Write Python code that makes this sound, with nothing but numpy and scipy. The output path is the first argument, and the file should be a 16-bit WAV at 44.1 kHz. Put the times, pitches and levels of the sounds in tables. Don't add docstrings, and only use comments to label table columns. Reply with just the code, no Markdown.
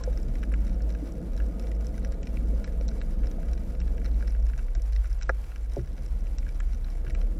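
import sys
import numpy as np
from scipy import signal
from scipy.fft import rfft, irfft
from scipy.io import wavfile
from scipy.ndimage import uniform_filter1d

SR = 44100
rng = np.random.default_rng(int(sys.argv[2]) if len(sys.argv) > 2 else 0)


def decibels_to_gain(level_db):
    exponent = np.asarray(level_db, float) / 20
    return 10 ** exponent


def transcribe(u):
    v = np.clip(np.atleast_2d(u).T, -1, 1)
    q = np.round(v * 32767).astype(np.int16)
    wavfile.write(sys.argv[1], SR, q)


N = 325899

# frequency in Hz, density in dB per Hz.
HISS_SPECTRUM = [(410, -19), (700, 1.5), (1100, -4.5), (1650, -8), (3320, -14.5), (4590, -17),
                 (6440, -19.5), (15600, -21)]
HISS_DB = -61

# time in seconds, level in dB.
HEAVE_LEVEL = [(0.0, -45), (0.08, -62), (0.14, -46), (0.25, -42), (1.11, -50), (1.17, -42), (1.54, -58),
               (2.86, -38), (3.04, -52), (3.81, -41), (3.93, -52), (4.4, -45), (4.47, -53), (5.02, -43),
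               (5.72, -53), (5.86, -36), (5.91, -45), (7.39, -41)]
HEAVE_HZ, HEAVE_GAIN_DB = 64, 1

# mode in Hz, level in dB, T60 in seconds.
BACK_MODES = [(1052, -7, 0.01), (1290, -11, 0.028), (1439, -1.5, 0.024), (1637, -2, 0.027)]
SIDE_MODES = [(1970, -2.5, 0.021), (2295, -1.5, 0.019), (2660, -3.5, 0.016), (2986, -7.5, 0.015)]
PORT_MODES = [(3330, -7, 0.0067), (3694, -10, 0.014), (3880, -1.5, 0.013), (4116, -2, 0.012)]
RIM_MODES = [(4560, -14, 0.0081), (4910, -12, 0.018), (5333, -6.5, 0.019), (5585, -4.5, 0.01),
             (5836, -4.5, 0.015), (5970, -14, 0.01), (6520, -20, 0.0053)]
LENS_MODES = [(6860, 3, 0.0085), (7550, 3.5, 0.0086), (7800, -4.5, 0.0055), (9170, -1.5, 0.011),
              (10180, 1.5, 0.0095), (10920, 2.5, 0.0085), (13800, 3, .006)]

# start in seconds, strength in dB, walls in dB re strength.
RIM_GRAINS = [(0.0362, -33.5, -12), (0.128, -51, -6), (0.1734, -43.5, -10), (0.1994, -51, -18),
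              (0.2833, -50.5, -4), (0.383, -53, -8), (0.8203, -46, -15), (0.923, -50.5, -8),
              (1.121, -47.5, -22), (1.3646, -48.5, -9), (1.3758, -47.5, -1.5), (1.5955, -42.5, -7.5),
              (1.8083, -48.5, -7), (1.8673, -41, -14), (2.0468, -41, -4), (2.121, -41.5, -12),
              (2.642, -37, -4), (3.2694, -42, -7.5), (3.5318, -43, -9.5), (3.801, -40.5, -11.5),
              (4.577, -45, -8), (4.75, -41.5, -5.5), (4.8189, -41.5, -17), (4.9309, -45, -7),
              (5.222, -40, -6.5), (5.229, -33.5, -13.5), (5.7344, -46, -11), (6.0611, -47, -10),
              (6.3828, -36, -12.5), (6.7316, -49, -5)]
# start in seconds, strength in dB, side wall and rim in dB re strength.
BACK_GRAINS = [(0.4289, -39.5, -3.5, -12), (0.4346, -39, -5, -9), (0.517, -42, -15, -24),
               (0.521, -42.5, -15, -10.5), (0.5379, -37, -3.5, -18), (0.6674, -46.5, -8, -5.5),
               (0.9484, -45, -6, -11), (1.4006, -34, -13, -28), (2.1267, -47, -14, -22),
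               (2.81, -51, -1, -0.5), (3.978, -46.5, 0, -11), (4.2242, -41.5, -11, -16),
               (4.273, -46, -5, -3.5), (4.534, -43, -7, -19.5), (4.588, -39, -14, -22),
               (4.5924, -43.5, -10, -16.5), (4.7561, -53, -6, -9), (5.0435, -41, -13, -21),
               (5.055, -45.5, -5, -7), (5.44, -51.5, 2, -8), (5.5587, -43.5, -2, -9), (5.979, -45, -9, -12),
               (6.4652, -42, -14.5, -21), (6.6018, -36, -6, -18), (7.0652, -43.5, -6, -17),
               (7.0782, -44.5, -5, -12), (7.1481, -37.5, -6, -15), (7.214, -46.5, -2.5, -5)]
# start in seconds, strength in dB, back wall and rim in dB re strength.
SIDE_GRAINS = [(0.353, -39.5, -11, -14), (1.715, -39, -15, -17), (2.2302, -41, -24, -11),
               (2.27, -41, -12, -8.5), (2.37, -41.5, -17, -16), (2.6759, -49, -3, -10),
               (3.244, -49, -1, -10), (3.8142, -44, -14, -16), (4.3212, -49.5, -9, -8),
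               (4.9608, -39, -13, -6), (5.211, -38.5, -8, -13), (5.76, -52.5, -2, 2),
               (6.268, -47.5, -17, -11), (6.4889, -47.5, -6, -6), (7.098, -44.5, -13, -6),
               (7.105, -44.5, -8, -8)]
# start in seconds, strength in dB, walls and rim in dB re strength.
PORT_GRAINS = [(0.9028, -51.5, -3, -2), (1.669, -52, 1, 1.5), (1.978, -48.5, -3, -2), (2.8801, -49, -6, 7),
               (2.8862, -40, -10, -3), (3.0136, -40.5, -0.5, -19), (3.256, -57, 1, 1),
               (3.3128, -52.5, -3, 2), (4.0443, -53, 4, 1), (4.0509, -51.5, 6, 2), (4.0581, -42.5, 2, -7.5),
               (4.2776, -47, 0, 0.5), (4.4658, -54.5, 0, 3.5), (6.844, -48, -2.5, -3)]
# start in seconds, strength in dB, walls in dB re strength.
RIM_SPECKS = [(0.2294, -48, -16), (0.418, -49, -8), (0.6165, -53, -12), (0.6938, -48, -4),
              (0.7432, -50, -8), (0.892, -45, -10), (0.9866, -53.5, -8), (1.071, -45, -11),
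              (1.3324, -49, -6), (1.4416, -53, -8), (1.4626, -49, -10), (1.6222, -49, -8),
              (1.8452, -46, -9), (2.0701, -48, -8), (2.4708, -53, -5), (2.5765, -50, -8), (2.7217, -49, -6),
              (3.0053, -49, -4), (3.1382, -54, -8), (4.3046, -44, -11), (4.3982, -51, -8),
              (4.4877, -48, -5), (4.859, -50, -8), (4.9232, -43.5, -8), (5.1028, -49, -8.5),
              (5.1277, -46, -12), (5.719, -47, -5), (5.8731, -49, -6), (6.0851, -52, -9), (6.3344, -58, -8),
              (6.5547, -51, -3), (6.7456, -45, -9), (6.9008, -47, -8)]
# start in seconds, strength in dB, side wall and rim in dB re strength.
WALL_SPECKS = [(0.8036, -47, -3, -16), (2.9138, -45, -7, -8), (3.2337, -42.5, -3, -17),
               (3.4293, -46, -3, -12), (3.4835, -47, 0, -12), (3.576, -50.5, 4.5, -2),
               (3.7493, -48, -3, -8), (3.8776, -45, -5, -10), (4.0157, -48, -3, -14),
               (4.2068, -44, -4, -15), (4.2462, -48, -6, -15), (4.348, -48, -1, -12),
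               (4.6818, -49, -3, -12), (4.8967, -54, -3, -14), (5.1163, -48, -5, -12),
               (5.5179, -45.5, -5, -12), (5.7922, -45, -2, -8), (6.4275, -50, 0, -12),
               (6.6864, -52, -3, -15), (6.8648, -47, -8, -14), (6.8823, -46, -4, -14),
               (6.9521, -55, -0.5, -12), (6.9805, -51, -5, -12), (7.0474, -45, -7, -7)]
# list of times in seconds, levels of back, side, port and rim in dB.
SAND = [
    ([.139, .939, 1.091, 1.639, 1.682, 1.752, 1.892, 2.257, 2.292, 2.344, 2.653, 2.915, 2.953, 2.982, 3.515, 3.705, 3.923, 4.083, 4.426, 4.46, 4.953, 5.308, 5.58, 5.649, 5.698, 5.814, 5.93, 6.022, 6.208, 6.525, 6.549, 6.919, 7.211], [-64, -62, -66, -55]),
    ([.013, .73, 1.057, 2.03, 2.144, 2.694, 3.846, 4.117, 4.145, 4.365, 5.92, 6.26, 6.726], [-62, -62, -58, -60]),
    ([.002, .68, 1.421, 2.042, 4.499, 6.482], [-50, -56, -60, -56]),
]
STRUCK_DB, COUPLED_DB, PORT_LEAK_DB, SPECK_DB = -2, 2, -4, -2.5
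GRAIN_LAG_S, SAND_LEAD_S = .0006, .002

# start in seconds, strength in dB, pitch in Hz.
LENS_SNAPS = [(0.0373, -49, 7200), (0.174, -51, 7190), (0.2294, -49, 7360), (0.5222, -44, 10500),
              (0.82, -51, 6800), (1.1215, -49.5, 7650), (1.3653, -51, 6980), (1.4631, -51, 7600),
              (1.715, -46, 7400), (1.8682, -45, 7630), (1.9784, -48, 10700), (2.047, -50, 10700),
              (2.0906, -50, 10600), (2.1215, -48, 7410), (2.2298, -42, 6900), (3.3129, -48, 6830),
              (3.5324, -48, 7010), (4.3211, -49, 10600), (4.4648, -51, 6820), (4.5775, -46, 6820),
              (4.7501, -44, 6986), (4.9227, -52, 10840), (5.2218, -51, 7490), (5.2932, -49, 7610),
              (5.6332, -49, 7350), (5.7344, -48, 9170), (6.0621, -50, 7460), (6.3834, -49, 7680),
              (6.6019, -40, 7350), (6.7321, -50, 6800), (7.1048, -50, 8960), (7.1277, -51, 7240),
              (7.1487, -50, 7550)]
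SNAP_DB, SNAP_T60_S = 4, .009

# mode in Hz, level in dB, T60 in seconds.
PEBBLE_MODES = [(297, -32, 0.045), (410, -22, 0.04), (525, -15.5, 0.041), (664, -16.5, 0.03),
                (870, -23.5, 0.033), (1266, -21, 0.03), (1385, -15.5, 0.027), (1660, -13, 0.024),
                (1950, -22, 0.024), (2390, -29, 0.017)]
# mode in Hz, level in dB, T60 in seconds.
THUD_MODES = [(820, -38, 0.03), (667, -29, 0.045), (561.7, -26, 0.075), (488, -40, 0.045),
              (401, -26.5, 0.092), (347, -34, 0.11), (270, -25.5, 0.072), (188, -36.5, 0.12),
              (122, -18.5, 0.15), (90, -25, 0.2)]
PEBBLE_S, THUD_S = 5.2929, 5.764
# start in seconds, mode in Hz, level in dB, T60 in seconds.
BUMPS = [(.008, 1040, -42.5, 0.074), (.075, 506, -20, 0.044), (0.075, 850, -40, 0.041),
         (0.27, 122, -29, 0.25), (0.873, 630, -45, 0.037), (1.024, 270, -21.5, 0.05),
         (2.001, 147, -37, 0.17), (2.809, 510, -25, 0.034), (3.383, 650, -34, 0.045),
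         (4.528, 129, -36, 0.26), (4.76, 129.5, -31, 0.13), (4.772, 330, -36, 0.055),
         (4.751, 670, -39, 0.046), (5.991, 122, -32, 0.2), (6.36, 120, -35, .15),
         (7.065, 120.3, -25.5, 0.15), (0.5383, 2050, -36, .022), (1.401, 1450, -38, .03),
         (2.371, 2300, -43, .02), (6.4655, 1451, -43, .03), (5.785, 350, -32, 0.11), (5.8, 150, -31, .12),
         (5.804, 420, -40, 0.06), (7.045, 352, -39, 0.1), (7.0646, 1620, -46, .03)]

# start in seconds, level in dB, mode in Hz.
SLAPS = [(0.076, -32, 450), (0.2, -36, 200), (0.311, -30, 218), (0.6, -31, 84), (0.684, -31, 178),
         (0.816, -33, 253), (1.02, -31, 221), (1.158, -30, 226), (1.479, -27, 285), (1.616, -33, 186),
         (1.696, -33, 240), (1.817, -26, 223), (1.93, -32, 151), (2.161, -35, 164), (2.485, -29, 153),
         (2.53, -30, 85), (2.593, -31, 204), (2.704, -27, 181), (3.414, -33, 176), (3.536, -32, 199),
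         (3.882, -33, 183), (3.31, -33, 82), (5.768, -32, 400), (6.218, -31, 207.1)]
SLAP_DB, SLAP_CYCLES = -4, 16

# time in seconds, strength in dB, share of small eddies in dB.
FLOW = [(0.0, 0, 1.5), (0.41, 1.5, -3), (1.21, 2, -0.5), (1.46, 2, -1), (2.12, -0.5, 1), (2.47, 3.5, -2.5),
        (2.72, 0.5, -0.5), (3.46, 0, -0.5), (4.2, -1, -2.5), (4.49, -9, -0.5), (4.94, -15.5, 0.5),
        (5.54, -15, -0.5), (6.01, -5.5, -3.5), (6.75, -8.5, -3.5), (7.22, -2, -1.5), (7.39, 0.5, -6.5)]
# centre in Hz, width in Hz, level in dB.
BUFFET_BANDS = [(27.1, 7, -2.5), (42.8, 11.6, -2.5), (63.3, 7.4, -12)]
DEEP_BANDS = [(68.4, 16, -1.5), (87.2, 20.5, -1.5), (122, 23.3, -4), (332.2, 25, -15)]
DRUM_BANDS = [(173.7, 48, 0.5), (218.4, 77, 0), (304, 80, -5)]
PATTER_BANDS = [(432, 55, -5), (500, 124, 4), (654.6, 59, -5), (709, 28, -12), (873, 92, -16.5),
                (1243, 39, -17.5), (1425, 83, -19), (1665, 99, -23)]
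DRUM_DB, PATTER_DB, DEEP_DB, BUFFET_DB = -43.5, -49, -45.5, -41
PATTER_DB_PER_DB, DEEP_DB_PER_DB = 0.7, 0.27

# time in seconds, frequency in Hz.
LOW_PITCH = [(0.0, 32.5), (0.29, 34.5), (1.81, 35), (2.57, 32), (3.7, 31.5), (4.16, 35.5), (4.61, 33.5),
             (5.41, 32), (6.09, 36.5), (6.79, 33.5), (7.29, 35.5), (7.39, 43)]
HIGH_PITCH = [(0.0, 50), (0.25, 55.1), (0.35, 51.68), (1.44, 51.94), (1.56, 49.2), (1.91, 54.56),
              (3.38, 50.77), (3.5, 55.47), (4.57, 53.37), (4.69, 46.8), (4.79, 50.38), (5.41, 50.5),
              (5.6, 54.81), (6.79, 52.55), (7.0, 59.7), (7.18, 52.2), (7.39, 52.8)]
# crest in seconds, level in dB,
# build-up and fade in seconds per 10 dB.
LOW_SURGES = [(0.1, -38, 7, 1.5), (.37, -27, 0.5, 0.04), (.72, -27, 0.2, 0.07), (.88, -27, -0.8, 0),
              (1.29, -29, -0.1, 0.3), (2.1, -31.5, 0.26, 0.4), (2.3, -31.5, -0.5, 3.5),
              (3.04, -27, 0.2, 0.7), (3.93, -26.5, 0.2, -0.5), (4.28, -28.5, -0.5, 1.2),
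              (4.75, -27.5, 1.2, 0.2), (5.11, -25, 0.06, 0.05), (5.3, -32.5, 2, -0.1),
              (5.68, -33, -0.74, 0.4), (5.91, -23.5, 0, -0.46), (6.1, -29, 0.02, .5), (6.3, -29, 0.47, -2),
              (6.46, -27.5, 0.5, -0.2), (6.62, -28, 0.2, 0.7), (7.0, -27.5, 1.1, 0.3),
              (7.22, -23.5, 0.14, 0.16)]
HIGH_SURGES = [(.08, -25, 0.068, 0.14), (.54, -21.5, 0.12, 0.12), (.88, -26.5, .25, 0.23),
               (1.42, -24.5, 0.06, 0.11), (1.83, -26.5, 0.39, 0.14), (2.1, -28.5, 0.27, 0.066),
               (2.51, -25.5, 0.23, 0.13), (2.82, -27, 0.1, 0.27), (3.24, -26, 0.11, 0.078),
               (3.52, -24.5, 0.066, 0.074), (3.85, -29.5, 0.22, 0.21), (4.14, -23.5, 0.14, 0.18),
               (4.45, -24, .35, 0.15), (4.76, -27, 0.038, 0.26), (5.0, -22, 0.18, 0.048),
               (5.14, -27, 0.12, 0.055), (5.33, -25.5, 0.12, 0.091), (5.7, -29.5, 0.28, 0.23),
               (6.11, -27.5, 0.044, 0.11), (6.32, -29.5, 0.061, 0.2), (6.71, -30.5, 0.1, .09),
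               (7.11, -31.5, 0.041, 0.34), (7.25, -35.5, 0.36, 0.098)]

DULL_START_S = [.017, .53, 2.225, 2.641, 2.865, 2.993, 3.792, 4.738, 5.187, 5.211, 5.235, 5.259, 5.282,
                6.371, 6.594, 7.139]
DULL_LENGTH_S = .029


def unit(x):
    return x / np.sqrt(np.mean(x ** 2))


def curves(table):
    s, *columns = np.transpose(table)
    return [np.interp(np.arange(N) / SR, s, c) for c in columns]


def walk(rate_hz):
    hold = int(SR / rate_hz)
    steps = np.repeat(rng.standard_normal(N // 50), hold)[:N + hold]
    slewed = uniform_filter1d(uniform_filter1d(steps, hold), hold)
    return unit(slewed[:N])


def resonance(x, hz, width_hz):
    return signal.lfilter(*signal.iirpeak(hz, hz / width_hz, SR), x)


def ring(hz, db, t60_s, rise_s):
    t = np.arange(8192 if t60_s > .03 else 2048) / SR
    envelope = decibels_to_gain(db - 60 * t / t60_s) * (1 - np.exp(-t / rise_s)) ** 2
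    return envelope * np.sin(2 * np.pi * hz * t)


def add(out, s, sound):
    i = int(s * SR)
    out[i:i + len(sound)] += sound[:len(out) - i]


def hiss():
    hz, db = np.transpose(HISS_SPECTRUM)
    bin_hz = np.arange(N // 2 + 1) * SR / N + 1
    colour = decibels_to_gain(np.interp(np.log(bin_hz), np.log(hz), db))
    noise = unit(irfft(rfft(rng.standard_normal(N)) * colour, N))
    return decibels_to_gain(HISS_DB + 1.6 * walk(35)) * noise


def heave():
    wobble_rad = 1.3 * walk(7)
    level = decibels_to_gain(curves(HEAVE_LEVEL)[0] + HEAVE_GAIN_DB)
    return np.sqrt(2) * level * np.sin(2 * np.pi * HEAVE_HZ * np.arange(N) / SR + wobble_rad)


def tick(levels_db, chance):
    groups = zip((BACK_MODES, SIDE_MODES, PORT_MODES, RIM_MODES, LENS_MODES), levels_db)
    modes = [(hz, db + level, t60) for group, level in groups for hz, db, t60 in group]
    out = 0
    for (hz, db, t60), (sign, detune, size) in zip(modes, chance):
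        mode = ring(hz * (1 + .02 * detune), db + 2.8 * size, t60, 0.00036)[:2048]
        out = out + np.sign(sign + .8) * mode
    return out


def crackle(count=14):
    out, gust = np.zeros(N), decibels_to_gain(3.5 * walk(14))
    for _ in range(count):
        size_db = np.minimum(4 * rng.exponential(size=N), 6)
        strikes = (rng.random(N) < 26 * gust / SR) * decibels_to_gain(size_db)
        levels_db = [-71.5, -72, -73.5, -68, -76] + 4.94 * rng.standard_normal(5)
        body = tick(levels_db, rng.standard_normal((26, 3)))
        out += signal.oaconvolve(strikes, body)[:N]
    return out


def landings():
    lead, near = STRUCK_DB, COUPLED_DB

    def port(side, rim):
        return min(side, rim) + near + PORT_LEAK_DB

    rows = []

    def land(s, db, *parts_db):
        rows.append((s, db + np.array(parts_db)))

    for s, db, wall in RIM_GRAINS:
        land(s, db, wall, wall, port(wall, 0), lead)
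    for s, db, side, rim in BACK_GRAINS:
        land(s, db, lead, side + near, port(side, rim), rim + near)
    for s, db, back, rim in SIDE_GRAINS:
        land(s, db, back + near, lead, port(0, rim), rim + near)
    land(PEBBLE_S - GRAIN_LAG_S, 0, -58, -58, -49, -41.5)
    for s, db, wall, rim in PORT_GRAINS:
        land(s, db, wall, wall, lead, rim + near)
    for s, db, wall in RIM_SPECKS:
        land(s, db + SPECK_DB, wall, wall, port(wall, 0), lead)
    for s, db, side, rim in WALL_SPECKS:
        land(s, db + SPECK_DB, lead, side, port(side, rim), rim)
    for times_s, levels_db in SAND:
        for s in times_s:
            land(s - SAND_LEAD_S, 0, *levels_db)
    return rows


def ticks():
    out = np.zeros(N)
    chance, spin = rng.standard_normal((200, 2, 26, 3)), rng.random((200, 2))
    for (s, levels_db), c, (late, glance) in zip(landings(), chance, spin):
        lens_db = max(levels_db[-1], levels_db[1] - 5.5) + 12 * glance
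        levels_db = np.append(levels_db, lens_db) + [2.0, 2.0, 4.0, 3.5, -20]
        add(out, s + GRAIN_LAG_S, tick(levels_db, c[0]))
        add(out, s + .002 + 0.0067 * late, tick(levels_db - 14, c[1]))
    return out


def snaps():
    out = np.zeros(N)
    for (s, db, hz), spread in zip(LENS_SNAPS, rng.standard_normal((60, 3))):
        for d in (0, *spread):
            mode_hz = min(hz * (1 + .07 * d), 15000)
            add(out, s, ring(mode_hz, db + SNAP_DB - 4 * abs(d), SNAP_T60_S, 0.00016) / 3)
    return out


def knocks():
    out = np.zeros(N)
    for hz, db, t60 in PEBBLE_MODES:
        add(out, PEBBLE_S + .12 / hz, np.sign(1500 - hz) * ring(hz, db, t60, .0007 + 0.25 / hz))
    for k, (hz, db, t60) in enumerate(THUD_MODES):
        add(out, THUD_S + 1.64 / hz, (-1) ** k * ring(hz, db, t60, 0.9 / hz))
    for s, hz, db, t60 in BUMPS:
        add(out, s, ring(hz, db, t60, 0.68 / hz))
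    return out


def slaps():
    out = np.zeros(N)
    for s, db, hz in SLAPS:
        add(out, s, ring(hz, db + SLAP_DB, SLAP_CYCLES / hz, 0.99 / hz))
    return out


def eddies(bands, flicker_db, rate_hz):
    out = 0
    for hz, width_hz, db in bands:
        once = resonance(rng.standard_normal(N), hz, width_hz)
        twice = resonance(once, hz, 1.19 * width_hz)
        out = out + decibels_to_gain(db + flicker_db * walk(rate_hz)) * unit(twice)
    return unit(out)


def current():
    current_db, small_db = curves(FLOW)
    drum = decibels_to_gain(DRUM_DB + current_db) * eddies(DRUM_BANDS, 1.7, 12)
    patter_db = PATTER_DB + PATTER_DB_PER_DB * current_db + small_db
    patter = decibels_to_gain(patter_db) * eddies(PATTER_BANDS, 1.4, 13)
    deep = decibels_to_gain(DEEP_DB + DEEP_DB_PER_DB * current_db) * eddies(DEEP_BANDS, 1.0, 7.2)
    buffet = decibels_to_gain(BUFFET_DB) * eddies(BUFFET_BANDS, 2.8, 6.5)
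    return drum + patter + deep + buffet


def swell(surges):
    t = np.arange(0, N, 64) / SR
    swing_db = []
    for s, db, rise, fade in surges:
        before, after = (s - t) / max(rise, .01), (t - s) / max(fade, .01)
        swing_db.append(db - 10 * np.where(t < s, before, after))
    crest_db = uniform_filter1d(np.max(swing_db, axis=0), size=25)
    return np.interp(np.arange(N) / SR, t, decibels_to_gain(1.37 + crest_db))


def sway(pitch, surges):
    wobble_db, wobble_rad = 1. * walk(12), .3 * walk(9)
    phase_rad = 2 * np.pi * np.cumsum(curves(pitch)[0]) / SR + wobble_rad
    return np.sqrt(2) * swell(surges) * decibels_to_gain(wobble_db) * np.sin(phase_rad)


def scene():
    mount = sway(LOW_PITCH, LOW_SURGES) + sway(HIGH_PITCH, HIGH_SURGES) + heave()
    grains = crackle() + ticks() + snaps()
    return (hiss() + grains + knocks() + slaps() + current() + mount)[None]


def moth_holes(x, size=1024):
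    overlap = size - size // 4
    hz, _, z = signal.stft(x, SR, nperseg=size, noverlap=overlap)
    cells = rng.random((size // 8, z.shape[-1] // 8 + 1))
    cells = np.kron(cells, np.ones((5, 8)))[:len(hz), :z.shape[-1]]
    share = np.interp(hz, [10000, 12500, 15200, 15750], [0, .1, .15, .8])
    kept = np.where(cells < share[:, None], decibels_to_gain(-28), 1)
    return signal.istft(z * kept, SR, nperseg=size, noverlap=overlap)[1][:, :N]


def treble_gaps(x):
    lowpass = signal.ellip(8, .05, 35, 8500, fs=SR, output="sos")
    dull = signal.sosfiltfilt(lowpass, x)
    t = np.arange(N) / SR
    gaps = np.any([(t > s) & (t < s + DULL_LENGTH_S) for s in DULL_START_S], axis=0)
    fade = uniform_filter1d(1. * gaps, size=128)
    return x + (1 - decibels_to_gain(-33)) * fade * (dull - x)


def roll_off(x):
    return signal.sosfilt(signal.butter(12, 15710, fs=SR, output="sos"), x)


def record(dry):
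    highpass = signal.butter(2, 22, "high", fs=SR, output="sos")
    holed = moth_holes(signal.sosfilt(highpass, dry))
    mix = treble_gaps(holed)
    return roll_off(mix)


dry = scene()
out = record(dry)
transcribe(out)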